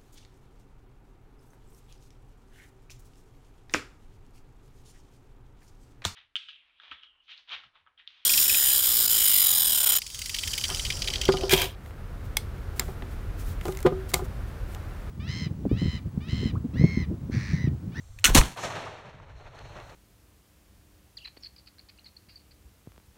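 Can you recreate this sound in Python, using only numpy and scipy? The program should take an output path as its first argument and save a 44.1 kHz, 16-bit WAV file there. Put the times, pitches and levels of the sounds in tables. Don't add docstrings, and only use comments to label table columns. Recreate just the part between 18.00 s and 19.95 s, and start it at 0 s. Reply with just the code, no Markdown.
import sys
import numpy as np
from scipy import signal
from scipy.fft import rfft, irfft
from scipy.io import wavfile
from scipy.ndimage import uniform_filter1d

SR = 44100
rng = np.random.default_rng(int(sys.argv[2]) if len(sys.argv) > 2 else 0)


def pcm_store(signal):
    levels = np.round(np.clip(np.atleast_2d(signal), -1, 1) * 32767)
    wavfile.write(sys.argv[1], SR, levels.astype(np.int16).T)


def natural_amplitude(level_db):
    exponent = np.asarray(level_db, float) / 20
    return 10 ** exponent


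N = 85995
BANG_S = 0.3


def unit(x):
    return x / np.sqrt(np.mean(x ** 2))


def band(x, hz, width_hz):
    centre_hz = min(hz, 0.45 * SR)
    q = max(hz / min(width_hz, SR / 3), 0.3)
    return signal.lfilter(*signal.iirpeak(centre_hz, q, fs=SR), x)


def band_noise(hz, width_hz):
    return band(band(rng.standard_normal(N), hz, width_hz), hz, width_hz)


def shape(table, hz):
    table = np.array(table)
    return np.interp(np.log(hz), np.log(table[:, 0]), table[:, 1])


def coloured(table, tilt_db_per_oct=0.):
    hz = np.maximum(np.arange(N // 2 + 1) * SR / N, 5)
    gain_db = shape(table, hz) + tilt_db_per_oct * np.log2(hz / 2000)
    return unit(irfft(rfft(rng.standard_normal(N)) * natural_amplitude(gain_db), N))


def walk(rate_per_s):
    hold = max(int(SR / rate_per_s), 2)
    levels = rng.standard_normal(N // 2 + 1)[:N // hold + 1]
    return unit(uniform_filter1d(np.repeat(levels, hold), hold)[:N])


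def envelope(t, rise_s, hold_s, t60_s):
    fall_s = np.clip(t - rise_s - hold_s, 0, None)
    return np.clip(t / rise_s, 0, 1) ** 2 * natural_amplitude(-60 * fall_s / t60_s)


def curve(t, table, left=None):
    return np.interp(t, *np.array(table).T, left=left)


def cracks(t, rows, width, clang=0.):
    out, noise = np.zeros(N), rng.standard_normal(N)
    for at_s, db, hz, length_s in rows:
        burst = noise * envelope(t - at_s, 0.00017, length_s, 3 * length_s)
        burst = band(band(burst, hz, width * hz), hz, 2 * width * hz)
        ring_s = min(length_s, 4 / hz)
        ring = envelope(t - at_s, ring_s / 2, ring_s / 2, 2 * ring_s) * np.sin(2 * np.pi * hz * (t - at_s))
        out += natural_amplitude(db) * ((1 - clang) * burst / np.abs(burst).max() + clang * ring)
    return out


# frequency in Hz, level in dB per Hz.
WIND = [(12, -34), (20, -0.5), (65, -2.5), (97, -3.5), (147, -8), (206, -35.5), (264, -18), (304, -35.5),
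        (400, -34), (520, -64.5), (880, -120)]
# frequency in Hz, level in dB per Hz.
CALM = [(15, -19.5), (40, -4), (105, -2), (130, -24), (200, -39.5), (600, -71)]
# time in seconds, level in dB.
GUST = [(.5, -58), (.55, -67), (.65, -50.5), (.8, -56), (.95, -61), (1.05, -64), (1.2, -51.5),
        (1.35, -53.5), (1.5, -52), (1.7, -47.5), (1.95, -53)]


def wind(t):
    hum = unit(band_noise(92, 23))
    calm = natural_amplitude(-51.5) * (coloured(CALM) + natural_amplitude(3.5) * hum)
    gusts = natural_amplitude(curve(t, GUST) + 0.98 * walk(24)) * (coloured(WIND) + natural_amplitude(-5.5) * hum)
    return np.where(t < BANG_S, calm, gusts)


# frequency in Hz, level in dB per Hz.
OPEN_AIR = [(120, -28), (220, -0.5), (500, 1), (1200, -2.5), (2700, -8.5), (5600, -5), (9000, -10.5),
            (16000, -17)]


def open_air(t):
    duck_db, recover_s = -17.5, 1.59
    remaining = np.clip(1 - ((t - BANG_S) / recover_s) ** 4, 0, 1)
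    return natural_amplitude(-63 + duck_db * (t > BANG_S) * remaining) * coloured(OPEN_AIR)


# pitch in Hz, width in Hz, level in dB.
INSECTS = [(7480, 200, -74), (8600, 200, -76)]


def insects(t):
    out = np.zeros(N)
    for hz, width_hz, db in INSECTS:
        out += (t < BANG_S) * natural_amplitude(db + 1.7 * walk(30)) * unit(band_noise(hz, width_hz))
    return out


# frequency in Hz, level in dB per Hz.
LEAVES = [(1180, -30), (2000, -4), (3520, -7.5), (4150, 6.5), (4730, -12), (6250, -5), (7440, -14.5),
          (14300, -28.5), (16000, -33)]
# time in seconds, level in dB.
RUSTLE = [
    (1.3, -87),
    (1.38, -68.5),
    (1.54, -74.5),
    (1.55, -63.5),
    (1.7, -64.5),
    (1.8, -64.5),
    (1.95, -72),
]


def leaves(t):
    return natural_amplitude(curve(t, RUSTLE) + 1.1 * walk(28)) * coloured(LEAVES)


# start in seconds, level in dB, rise in seconds, fall t60 in seconds.
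ECHOES = [
    (0.561, -38, 0.014, 1),
    (0.618, -31, 0.021, 0.33),
    (0.635, -34.5, 0.024, 0.087),
    (.69, -36, 0.016, 0.69),
    (0.734, -36.5, 0.022, 0.83),
    (0.799, -39, 0.023, 0.64),
    (.86, -43.5, 0.016, 0.17),
]
# time in seconds, level in dB.
FAR = [(.85, -54.5), (.95, -49), (1.1, -50.5), (1.33, -55), (1.42, -52), (1.55, -49.5), (1.75, -46.5),
       (1.95, -50.5)]
# frequency in Hz, level in dB per Hz.
WOODS = [(59, -32), (100, 0.5), (143, -1), (177, -19), (547, -1.5), (2860, -12.5), (6700, -23),
         (12700, -32.5), (16000, -80.5)]


def tree_lines(t):
    near = np.sqrt(sum((natural_amplitude(db) * envelope(t - at_s, rise_s, 0, t60_s)) ** 2
                       for at_s, db, rise_s, t60_s in ECHOES))
    swell = np.hypot(near, natural_amplitude(curve(t, FAR, left=-200) + 2 * walk(45)))
    scatter_per_s = 54
    out, steady, shared = 0, 0, walk(scatter_per_s)
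    for hz in 110 * 2 ** np.arange(0, 7.3, 0.5):
        part = natural_amplitude(shape(WOODS, hz)) * band_noise(hz, hz / 2)
        air_db = -67.5 * (hz / 10000) ** 1.67 * np.clip(t - 0.6, -0.3, 0.6)
        scatter_db = 0.53 * shared + 0.94 * walk(2.6 * scatter_per_s)
        steady = steady + part
        out = out + part * natural_amplitude(air_db + scatter_db)
    return swell * out / np.std(steady)


def canopy(t):
    bright = band(band(rng.standard_normal(N), 6170, 2900), 6170, 3100)
    return natural_amplitude(-45) * envelope(t - 0.534, 0.11, 0, 0.41) * unit(bright)


# start in seconds, level in dB, pitch in Hz, length in seconds.
SLAPS = [(0.561, -30, 910, 0.0053), (0.577, -31.5, 993, 0.012), (0.568, -47, 12500, 0.0018),
         (0.621, -40, 900, 0.0045), (0.628, -34, 810, .004), (0.6454, -32, 3540, 0.0053),
         (0.634, -28, 1223, 0.0099), (0.587, -31.5, 990, 0.0086), (.671, -35, 253, 0.005),
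         (0.723, -36, 2200, .004), (0.733, -30, 1410, 0.0048), (0.701, -28, 810, 0.0066),
         (0.747, -38.5, 130, 0.035), (0.761, -38, 706, 0.009), (0.823, -35.5, 890, 0.023),
         (.865, -33, 1087, 0.019), (0.868, -44, 112, 0.019), (1.045, -42.5, 134.6, 0.033),
         (1.135, -45, 150.7, 0.038), (1.204, -38.5, 90.7, 0.012), (1.313, -40, 60.8, 0.022)]


def slaps(t):
    return cracks(t, SLAPS, width=0.34, clang=0.25)


# start in seconds, level in dB, pitch in Hz, length in seconds.
TRIGGER = [
    (.1873, -33, 2700, .0025),
    (.1876, -46, 11500, .002),
    (.1875, -41, 6000, .002),
    (.1945, -44, 6900, .004),
    (.1942, -47, 12800, .003),
    (.1940, -47, 2800, .005),
    (.203, -55, 12500, .008),
    (.206, -52, 2500, .008),
    (.220, -53, 1900, .004),
    (.2347, -45, 1000, .0015),
]


def trigger(t):
    return cracks(t, TRIGGER, width=0.7)


# start in seconds, level in dB, pitch in Hz, length in seconds.
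STRIKES = [(.2416, -6.5, 2700, 0.0019), (.2420, -8.5, 6200, .0014), (.2418, -9, 4200, 0.0012),
           (.2467, 1.5, 4200, 0.00055), (.2468, -7, 8500, .0005), (.2468, -3, 6300, 0.00054),
           (.2490, -15.5, 4250, .003), (.2476, -10, 2600, .001), (.2530, 0, 2850, .0011),
           (.2425, -14, 1700, .002), (.2560, -14, 1900, .003), (.2665, -17, 2000, .002),
           (.2640, -14, 6500, .001), (.2745, -19, 1450, .003), (.2553, -5.5, 6100, 0.0018),
           (.2598, -11, 2600, 0.0014), (.2608, -10, 6200, .0012), (.2705, -19, 2600, 0.0016)]
# frequency in Hz, level in dB, t60 in seconds.
LOCK = [(300, -21, 0.061), (1497, -11.5, 0.095), (2010, -16.5, 0.0089), (2265, -20, 0.01),
        (2697, -7.5, 0.01), (3000, -2.5, 0.018), (4280, -5.5, .02), (6114, -6, 0.037), (6800, -5.5, 0.042),
        (8750, -2.5, 0.019), (9650, 8, 0.011), (11320, -11.5, .02)]


def lock(t):
    hits, ring = cracks(t, STRIKES, width=0.62, clang=0.55), 0
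    for hz, db, t60_s in LOCK:
        pole = np.exp(2j * np.pi * hz / SR - np.log(1000) / (t60_s * SR))
        ring = ring + natural_amplitude(db) * signal.lfilter([1], [1, -pole], hits).imag
    return hits + natural_amplitude(-27.5) * ring


# frequency in Hz, level in dB per Hz.
SCRAPE = [(410, -60), (700, -33), (1330, -9.5), (2080, -12.5), (2880, -6), (3550, -10.5), (5190, -13),
          (5920, -10), (16000, -18.5)]


def scrape(t):
    return natural_amplitude(-20.5 + 1.4 * walk(300)) * envelope(t - 0.2415, 0.0013, 0.021, 0.15) * coloured(SCRAPE)


# start in seconds, level in dB, pitch in Hz, length in seconds.
CONTACTS = [(0.244, -27, 300, 0.018), (0.298, -21.5, 390, 0.0047), (.314, -34, 2500, .005),
            (0.365, -16.5, 900, 0.024), (.3494, -3, 6300, .0012), (.3512, -5, 8000, .001),
            (.3518, -3, 3000, .001), (.3528, -3, 4100, .001), (.4130, -11, 2250, .0018),
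            (.4135, -16, 1200, .002), (.4350, -20, 3570, .0015), (.4240, -24, 900, .003),
            (.4365, -28, 1800, .003), (.3675, -13, 4000, .001), (.3725, -12, 1000, .002),
            (.3775, -12.5, 1700, .003), (.3585, -12.5, 1600, .001), (.3500, -9, 380, 0.0034),
            (.3635, -12.5, 600, 0.0037), (.3805, -13, 500, 0.0028), (0.35, -19, 640, .005),
            (1.555, -57, 6000, .002), (1.5885, -45, 3500, .004), (1.588, -41, 3200, .004),
            (1.8, -37, 3100, .002), (1.2, -38, 1130, .002), (1.548, -61, 6500, 0.0053),
            (1.895, -46, 4100, 0.0081)]


def knocks(t):
    return cracks(t, CONTACTS, width=0.55, clang=0.35)


# start in seconds, level in dB, rise, hold and fall t60 in seconds, tilt in dB per octave.
JETS = [
    (0.277, -26.5, 0.0061, 0.014, 0.18, -3.5),
    (0.321, -34, 0.023, .005, 0.028, 2),
    (0.3448, -11, 0.0045, 0.0042, 0.0078, 2),
    (0.3546, -16, 0.0027, 0.025, 0.12, 0.83),
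    (0.418, -35.5, 0.0048, 0.036, 0.38, -1.5),
]
# frequency in Hz, level in dB per Hz.
GAS = [(59, -29.5), (100, -2), (524, -14), (1010, -7.5), (1200, -12.5), (1390, -10.5), (4870, -14.5),
       (9610, -17.5), (16000, -29.5)]


def gas_jets(t):
    out = np.zeros(N)
    for at_s, db, rise_s, hold_s, t60_s, tilt in JETS:
        sputter = natural_amplitude(db + 1.5 * walk(400))
        out += sputter * envelope(t - at_s, rise_s, hold_s, t60_s) * coloured(GAS, tilt)
    return out


# start in
# seconds, level in dB, length in seconds.
HEAVES = [(0.258, -26.5, 0.021), (0.2859, -24.5, .006), (0.2907, -17, 0.0098), (0.304, -15.5, 0.028),
          (0.335, -20, 0.022), (.3520, -13.5, 0.0039), (0.3555, -8, 0.0044), (0.361, -11.5, 0.011),
          (0.376, -13, 0.0094), (0.383, -8, .027), (0.416, -20, 0.0098), (0.429, -27, 0.015),
          (0.443, -29.5, 0.021), (0.465, -38, 0.025), (0.514, -50, .025), (0.096, -44, 0.031),
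          (0.163, -41.5, 0.021), (.6515, -31.5, 0.0078)]


def heaves(t):
    out = np.zeros(N)
    for at_s, db, length_s in HEAVES:
        out += natural_amplitude(db) * np.sin(2 * np.pi * np.clip((t - at_s) / length_s, 0, 1))
    return out


def buffet(t):
    return natural_amplitude(-25) * envelope(t - 0.356, 0.002, 0.037, 0.17) * unit(band_noise(186, 380))


def scene():
    t = np.arange(N) / SR
    background = np.clip(t / 0.0028, 0, 1) * (wind(t) + open_air(t) + insects(t) + leaves(t))
    woods = tree_lines(t) + canopy(t) + slaps(t)
    flintlock = trigger(t) + lock(t) + scrape(t) + knocks(t)
    charge = gas_jets(t) + heaves(t) + buffet(t)
    return (background + woods + flintlock + charge)[None]


def band_limit(x):
    return signal.sosfilt(signal.butter(12, 16640, fs=SR, output="sos"), x)


# frequency in Hz, width in Hz, depth as a share (below 0 lifts).
CASE_NOTCHES = [(4875, 570, 0.65), (10450, 390, 0.7), (4260, 410, -0.3), (6330, 1100, -0.4)]


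def record(dry):
    for hz, width_hz, depth in CASE_NOTCHES:
        dry = dry - depth * band(dry, hz, width_hz)
    rounded = 1.124 * np.tanh(dry / 1.173)
    top_cut = signal.ellip(9, 0.3, 70, 15900, fs=SR, output="sos")
    mix = signal.sosfilt(top_cut, rounded)
    return band_limit(mix)


dry = scene()
out = record(dry)
pcm_store(out)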